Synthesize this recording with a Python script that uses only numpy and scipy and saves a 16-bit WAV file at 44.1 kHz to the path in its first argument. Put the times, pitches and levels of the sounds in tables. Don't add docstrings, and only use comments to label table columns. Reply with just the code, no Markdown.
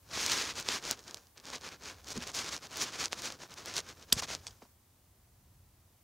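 import sys
import numpy as np
from scipy import signal
from scipy.io import wavfile
from scipy.ndimage import uniform_filter1d

SR = 44100
rng = np.random.default_rng(int(sys.argv[2]) if len(sys.argv) > 2 else 0)


def inscribe(sig):
    pcm = np.round(np.clip(np.atleast_2d(sig).T, -1, 1) * 32767)
    wavfile.write(sys.argv[1], SR, pcm.astype(np.int16))


N = 266136

# peak time, rise and fall in seconds, peak in dB, treble over body in dB.
LEAF_STROKES = [(0.075, 0.063, 0.052, -66, 4), (0.164, 0.063, 0.22, -37.5, 0),
                (0.231, 0.071, 0.069, -36.5, 6.5), (0.324, 0.057, 0.045, -33.5, 3.5),
                (0.387, 0.21, 0.12, -34, 0.5), (0.502, 0.076, 0.035, -40, -2),
                (0.59, 0.048, 0.043, -38.5, 2.5), (0.697, 0.03, 0.054, -37.5, 0),
                (0.747, 0.11, 0.052, -36, 1), (0.871, 0.066, 0.086, -40.7, 1.2),
                (0.912, 0.05, 0.037, -39.5, 0.5), (0.987, 0.027, 0.049, -57, 2),
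                (1.026, 0.039, 0.068, -65.5, 14), (1.082, 0.033, 0.073, -52, 1.3),
                (1.14, 0.016, 0.11, -62.5, 12), (1.171, 0.013, 0.026, -58.5, -8),
                (1.23, 0.296, 0.12, -72, 3), (1.382, 0.033, 0.043, -62, -7), (1.5, 0.078, 0.059, -49.5, 0),
                (1.536, 0.019, 0.05, -41, -2), (1.664, 0.061, 0.051, -45.5, -1),
                (1.725, 0.028, 0.051, -49.8, -3.5), (1.879, 0.082, 0.065, -45.5, -1),
                (1.93, 0.04, 0.063, -59.5, 2), (1.986, 0.03, 0.064, -62, -1),
                (2.099, 0.061, 0.043, -47.5, 4.5), (2.12, 0.023, 0.014, -43, 15),
                (2.175, 0.045, 0.014, -43, 1.5), (2.233, 0.056, 0.021, -44.5, -1),
                (2.293, 0.061, 0.032, -44.5, 0.5), (2.359, 0.028, 0.07, -39, 11),
                (2.39, 0.038, 0.055, -37, 1), (2.483, 0.12, 0.037, -41.5, 0.6),
                (2.532, 0.028, 0.055, -38.5, 2), (2.652, 0.049, 0.032, -48.5, 1),
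                (2.743, 0.056, 0.23, -46.5, 0.5), (2.786, 0.037, 0.065, -42, 4),
                (2.823, 0.031, 0.034, -32.5, 8.5), (2.874, 0.106, 0.052, -44, -2.3),
                (2.943, 0.028, 0.062, -42.5, -0.5), (3.01, 0.034, 0.047, -34, 1.3),
                (3.043, 0.014, 0.038, -37.5, 2.1), (3.127, 0.018, 0.029, -44.8, 3),
                (3.195, 0.05, 0.032, -45.7, 4.5), (3.255, 0.043, 0.049, -38.5, 4.5),
                (3.314, 0.252, 0.061, -50.5, 1), (3.426, 0.045, 0.051, -50, 2.5),
                (3.524, 0.047, 0.036, -53.5, 0), (3.584, 0.03, 0.072, -48.5, 2),
                (3.685, 0.052, 0.058, -44.0, 0), (3.744, 0.072, 0.012, -47.5, -1.4),
                (3.777, 0.039, 0.034, -34.5, 3.5), (3.864, 0.101, 0.021, -58, 1),
                (3.894, 0.043, 0.049, -49, 1), (4.028, 0.096, 0.035, -58.5, 2),
                (4.102, 0.043, 0.022, -58.5, 1), (4.128, 0.0097, 0.018, -40.5, -2),
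                (4.15, 0.051, 0.089, -51, 10), (4.196, 0.035, 0.014, -35, 5.5),
                (4.237, 0.022, 0.023, -37.5, 2), (4.301, 0.031, 0.075, -41, 1), (4.33, 0.017, 0.04, -42, 2),
                (4.401, 0.3, 0.26, -65, 4), (4.481, 0.079, 0.058, -61.5, 11), (4.62, 0.012, 0.058, -65, 5)]


def strokes():
    edge_db = -20
    t = np.arange(0, N / SR + .01, .002)
    power, dry_sum = 1e-11, 0
    for peak_s, rise_s, fall_s, peak_db, dry_db in LEAF_STROKES:
        away = (t - peak_s) / np.where(t < peak_s, rise_s, fall_s)
        stroke_power = gain_of(peak_db + edge_db * away ** 2) ** 2
        power += stroke_power
        dry_sum += stroke_power * dry_db
    return [np.interp(np.arange(N) / SR, t, curve) for curve in (10 * np.log10(power), dry_sum / power)]


# frequency in Hz, relative density in dB.
LEAF_SPECTRUM = [(590, -38.5), (1000, -6), (2190, -0.5), (2550, -1.5), (2830, -2.5), (5270, -1.5),
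                 (6650, -2.5), (7720, -10.5), (14900, -27.5), (15800, -23.5)]
# frequency in Hz, relative density in dB.
TWIG_SPECTRUM = [(29, -41.5), (50, -13.5), (141, -3), (179, -5.5), (241, -2.5), (427, -2.5), (1800, -9),
                 (2340, -29), (3960, -120)]


def rub(level_db, dry_db):
    grit = gain_of(-2 - .2 * np.clip(level_db + 49.5, -15, 15))
    drift = unit_rms(uniform_filter1d(rng.standard_normal(N), size=150))
    clumps = gain_of(1.41 * np.minimum(grit, 1) * drift)
    grains = grit * unit_rms(slip_grains(per_s=1500, spread_db=4))
    drag = rng.standard_normal(N)
    slips = clumps * (grains + drag) / np.sqrt(1 + grit ** 2)
    scrape = .44 * unit_rms(slips) + rng.standard_normal(N)
    leaf = coloured(slips, LEAF_SPECTRUM)
    body = signal.filtfilt(*signal.butter(2, 4000, fs=SR), leaf)
    leaf = gain_of(-dry_db / 2) * body + gain_of(dry_db / 2) * (leaf - body)
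    twig_db = -.5 - .4 * np.maximum(level_db + 60.5, 0)
    return gain_of(level_db) * (leaf + gain_of(twig_db) * coloured(scrape, TWIG_SPECTRUM))


def slip_grains(per_s, spread_db):
    size, polarity, chance = rng.random((3, N))
    height = gain_of(spread_db * np.minimum(-np.log(size + 1e-9), 4))
    return height * np.sign(polarity - .7) * (chance < per_s / SR)


# time in seconds, click peak in dB, centre in Hz,
# crisp edge and low push in dB relative to the click.
CLEAR_FLICKS = [(0.0904, -42, 4800, -20, -22), (0.1126, -36, 4500, -21, -15), (0.1762, -25, 2630, -24, 0.5),
                (0.2636, -11.5, 5140, -7, -20), (0.2982, -15, 5300, -16, -19), (0.3192, -12, 5550, -7, -29),
                (0.538, -35, 4000, -18, -8), (0.5551, -31, 4560, -15, -13), (0.582, -32, 6474, -6, -30),
                (0.6, -22, 6530, -6, -30), (0.6099, -27, 5700, -4, -32), (0.627, -28, 5100, -20, -24),
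                (0.6634, -34, 3700, -24, -26), (0.688, -10.5, 3146, -30, -12.5),
                (0.7075, -27, 5000, -14, -17), (0.8526, -22.5, 4000, -20, -10), (0.9114, -8, 6500, -4, -17),
                (0.927, -30, 3600, -4, -9), (0.9924, -33.5, 4670, -25, -18), (1.0402, -40, 5000, -13, -20),
                (1.0796, -31, 5300, -13, -30), (1.1105, -29, 4700, -14, -21),
                (1.1449, -20.5, 4600, -9, -15.5), (1.1722, -33, 4500, -17, -23),
                (1.2705, -45, 4750, -11, -23), (1.3748, -37.5, 3700, -20, -16),
                (1.3787, -34.5, 4400, -19, -26), (1.4003, -36.5, 4300, -22, -18),
                (1.455, -30, 4500, -17, -18), (1.4667, -37, 4500, -16, -18),
                (1.5024, -26.5, 5700, -22, -12), (1.5551, -25, 3800, -21, -15),
                (1.5592, -26, 4300, -20, -12), (1.5633, -28.5, 3350, -20, -10),
                (1.5711, -38, 3100, -23, -11), (1.5823, -37, 3500, -23, -6), (1.6119, -35, 4200, -13, -8),
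                (1.6899, -28, 4270, -14, -22), (2.0451, -35, 5800, -18, -23), (2.087, -27, 4470, -6, -25),
                (2.105, -25, 5200, -8, -13), (2.1197, -33, 2470, -20, -4), (2.1303, -29, 4200, -22, -12),
                (2.149, -38, 7000, -8, -30), (2.1772, -24, 5700, -21, -25), (2.2748, -23.5, 6000, -8, -16),
                (2.3016, -30, 6500, -16, -32), (2.3176, -31, 6500, -31, -18), (2.3381, -39, 6500, -19, -20),
                (2.39, -21, 5600, -16, -27), (2.4904, -24, 5300, -21, -30), (2.5653, -22.5, 4500, -25, -11),
                (2.5785, -30, 5300, -23, -24), (2.6702, -34, 5900, -15, -30), (2.772, -22.5, 6100, 1, -16),
                (3.0488, -20, 5000, -23, -25), (3.0575, -13, 5440, -33, -23), (3.082, -31, 4000, -24, -18),
                (3.1249, -20, 4300, -20, -15), (3.1303, -14.5, 2060, -16, -10.5),
                (3.221, -24, 5900, -5, -23), (3.3034, -27, 2980, -21, -4.5), (3.3234, -25.5, 4600, -9, -19),
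                (3.4349, -38.5, 1700, -25, 4.5), (3.5201, -35, 4200, -28, -30), (3.541, -32, 5400, -3, -20),
                (3.6591, -25.5, 5040, -1, -12), (3.74, -23.5, 5400, -17, -28),
                (3.7667, -16.5, 5150, -11, -22), (3.7807, -13.5, 4650, -22, -15),
                (3.8043, -23, 4400, -20, -19), (3.8899, -34, 5000, -7, -31), (4.223, -25, 4500, -4, -18),
                (4.3036, -29.5, 2270, -22, 0.5), (4.3505, -18, 4800, -26, -13.5)]


def flicks(level_db):
    out, snap = np.zeros(N), -signal.unit_impulse(400)
    edge = unit_peak(passed(snap, 9000, "high"))
    push = unit_peak(passed(snap, [250, 1500], "band"))
    for time_s, peak_db, hz, edge_db, push_db in CLEAR_FLICKS + small_flicks(level_db):
        pull = signal.lfilter(*signal.iirpeak(hz, Q=1.1, fs=SR), snap)
        click = unit_peak(.2 * pull + ring(pull, hz=6140, width_hz=3700))
        flick = click + gain_of(edge_db) * edge + gain_of(push_db) * push
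        add(out, time_s - abs(click).argmax() / SR, gain_of(peak_db) * flick)
    return out


def small_flicks(level_db, count=90, over_rub_db=13.5, scatter_db=5.5):
    when, size, centre, crisp = rng.random((count, 4)).T
    time_s = np.interp(when, (0, 1), (.08, 4.1))
    hz = np.interp(centre, (0, 1), (3170, 6100))
    mean_db = np.minimum(level_db[(time_s * SR).astype(int)] + over_rub_db, -28)
    peak_db = mean_db + scatter_db * (2 * size - 1)
    edge_db = np.interp(crisp, (0, 1), (-22, -8))
    push_db = -9 - 4 * np.log2(hz / 4000)
    return list(zip(time_s, peak_db, hz, edge_db, push_db))


# frequency in Hz, width in Hz, relative level in dB.
STEEL_MODES = [(960, 200, 1), (1610, 180, -8), (1980, 300, -9.5), (3380, 400, 3), (4610, 400, 0),
               (5370, 700, 0.5), (6490, 400, -2.5), (7860, 400, 0), (8900, 400, -4), (9950, 400, -8),
               (10900, 490, -5), (12300, 800, -6), (14700, 700, -8.5)]
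# start in seconds, strength in dB, contact pitch in Hz,
# chatter decay in seconds.
BLADE_BLOWS = [(4.1240, -16.5, 4280, .0012), (4.1258, -12.5, 4500, 0.00082), (4.1274, -16, 11100, .0012),
               (4.1289, -19.5, 6000, .0012), (4.129, -25, 6500, 0.011), (4.4674, -40, 5500, 0.0014),
               (4.4681, -34, 5560, 0.0016), (4.475, -38, 5000, 0.0017), (4.479, -40.5, 4970, .004),
               (4.507, -49, 5000, 0.0039)]


def blades():
    out, t = np.zeros(N), np.arange(1500) / SR
    for start_s, strength_db, contact_hz, decay_s in BLADE_BLOWS:
        chatter = rng.standard_normal(len(t)) * np.exp(-t / decay_s)
        blow = .89 * signal.unit_impulse(len(t)) + chatter
        steel = np.zeros(len(t))
        for k, (hz, width_hz, db) in enumerate(STEEL_MODES):
            weight = gain_of(db - 12 * np.log2(hz / contact_hz) ** 2) * np.sqrt(width_hz)
            steel += (-1) ** k * weight * ring(blow, hz, width_hz)
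        steel /= np.sqrt(np.sum(steel ** 2) / (SR * .0011))
        add(out, start_s, gain_of(strength_db) * steel)
    return out


# frequency in Hz, width in Hz, relative level in dB.
POT_MODES = [(48, 30, -0.5), (89, 40, -1), (170.1, 70, 8), (247.6, 24, -1), (408, 80, 0.5), (582, 80.8, -9),
             (980, 130, -0.5), (1400, 670, -4), (2240, 680, 4)]
# start in seconds, peak in dB,
# contact pitch in Hz.
JOLTS = [(2.157, -37, 490), (2.1685, -33.5, 350), (2.179, -33.5, 250), (4.1236, -32.5, 169),
         (4.1267, -34.5, 801), (4.1338, -39.5, 70), (4.166, -35, 200), (4.224, -29.5, 1030),
         (4.468, -40, 1400), (4.6203, -45.5, 1230), (4.624, -47.5, 361), (4.653, -54, 886)]


def pot():
    out, t = np.zeros(N), np.arange(4000) / SR
    for start_s, peak_db, contact_hz in JOLTS:
        scuffle = .09 * rng.standard_normal(len(t)) * np.exp(-t / .005)
        jolt = signal.unit_impulse(len(t)) + scuffle
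        body = np.zeros(len(t))
        for k, (hz, width_hz, db) in enumerate(POT_MODES):
            weight = gain_of(db - 8.4 * np.log2(hz / contact_hz) ** 2)
            body += (-1) ** k * weight * ring(jolt, hz, width_hz)
        add(out, start_s, gain_of(peak_db) * unit_peak(body))
    return out


# frequency in Hz, relative density in dB.
RUMBLE_SPECTRUM = [(15, -40), (25, -19), (50, -8.5), (85, -2), (125, -9.5), (200, -21.5), (400, -44),
                   (800, -89.5)]
# time in seconds, level in dB.
GUSTS = [(0.0, -65.5), (0.3, -58), (1.44, -75), (2.05, -64), (2.25, -59), (2.54, -70), (4.06, -64.5),
         (4.33, -56), (4.7, -69.5), (5.2, -66.5), (5.56, -62), (6.03, -70.5)]


def rumble(level_db):
    gusts = gain_of(np.interp(np.arange(N) / SR, *np.transpose(GUSTS)))
    handling = gain_of(-64.5 + .35 * (uniform_filter1d(level_db, size=4000) + 39))
    return np.hypot(gusts, handling) * coloured(rng.standard_normal(N), RUMBLE_SPECTRUM)


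# frequency in Hz, relative density in dB.
WASH_SPECTRUM = [(90, -29), (150, -4.5), (250, -3), (500, -10), (1000, -10), (1500, -16.5), (3500, -19),
                 (6000, -19), (8500, -22.5), (13000, -44.5)]


def wash(rms_db=-73):
    return gain_of(rms_db) * coloured(rng.standard_normal(N), WASH_SPECTRUM)


# frequency in Hz, relative density in dB.
HISS_SPECTRUM = [(18, -45.5), (30, -17), (183, -0.5), (335, -3), (2730, -9.5), (15800, -1.5)]


def hiss(dry, floor_db=-70.5):
    noise = np.array([coloured(white, HISS_SPECTRUM) for white in rng.standard_normal(dry.shape)])
    power = uniform_filter1d(passed(dry[0], 300, "high") ** 2, size=9000)
    loudness_db = 10 * np.log10(abs(power) + 1e-9)
    return gain_of(floor_db + .23 * np.clip(loudness_db + 82.5, 0, 20)) * noise


def gain_of(db):
    return 10 ** (np.asarray(db) / 20)


def unit_rms(x):
    return x / np.sqrt(np.mean(x ** 2) + 1e-20)


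def unit_peak(x):
    return x / abs(x).max()


def add(mix, start_s, sound):
    part = mix[round(start_s * SR):][:len(sound)]
    part += sound[:len(part)]


def coloured(x, spectrum):
    hz, db = np.transpose(spectrum)
    bins_hz = abs(np.fft.fftfreq(8192, 1 / SR))
    log_gain = np.log(gain_of(np.interp(np.log(bins_hz + 1), np.log(hz + 1), db)))
    response = np.exp(np.conj(signal.hilbert(log_gain)))
    taps = np.fft.ifft(response).real[:4096]
    return unit_rms(signal.oaconvolve(x, taps)[:len(x)])


def ring(x, hz, width_hz):
    pole = np.exp((-np.pi * width_hz + 2j * np.pi * hz) / SR)
    return signal.lfilter([1], [1, -pole], x).imag


def passed(x, hz, kind):
    return signal.sosfilt(signal.butter(2, hz, kind, fs=SR, output="sos"), x)


def scene():
    level_db, dry_db = strokes()
    pruning = rub(level_db, dry_db) + flicks(level_db) + blades() + pot()
    return np.tile(pruning + rumble(level_db) + wash(), (2, 1))


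def record(dry):
    lowpass = signal.firwin(511, 15800, window=("kaiser", 9), fs=SR)
    return signal.oaconvolve(dry + hiss(dry), lowpass[None], "same")


dry = scene()
out = record(dry)
inscribe(out)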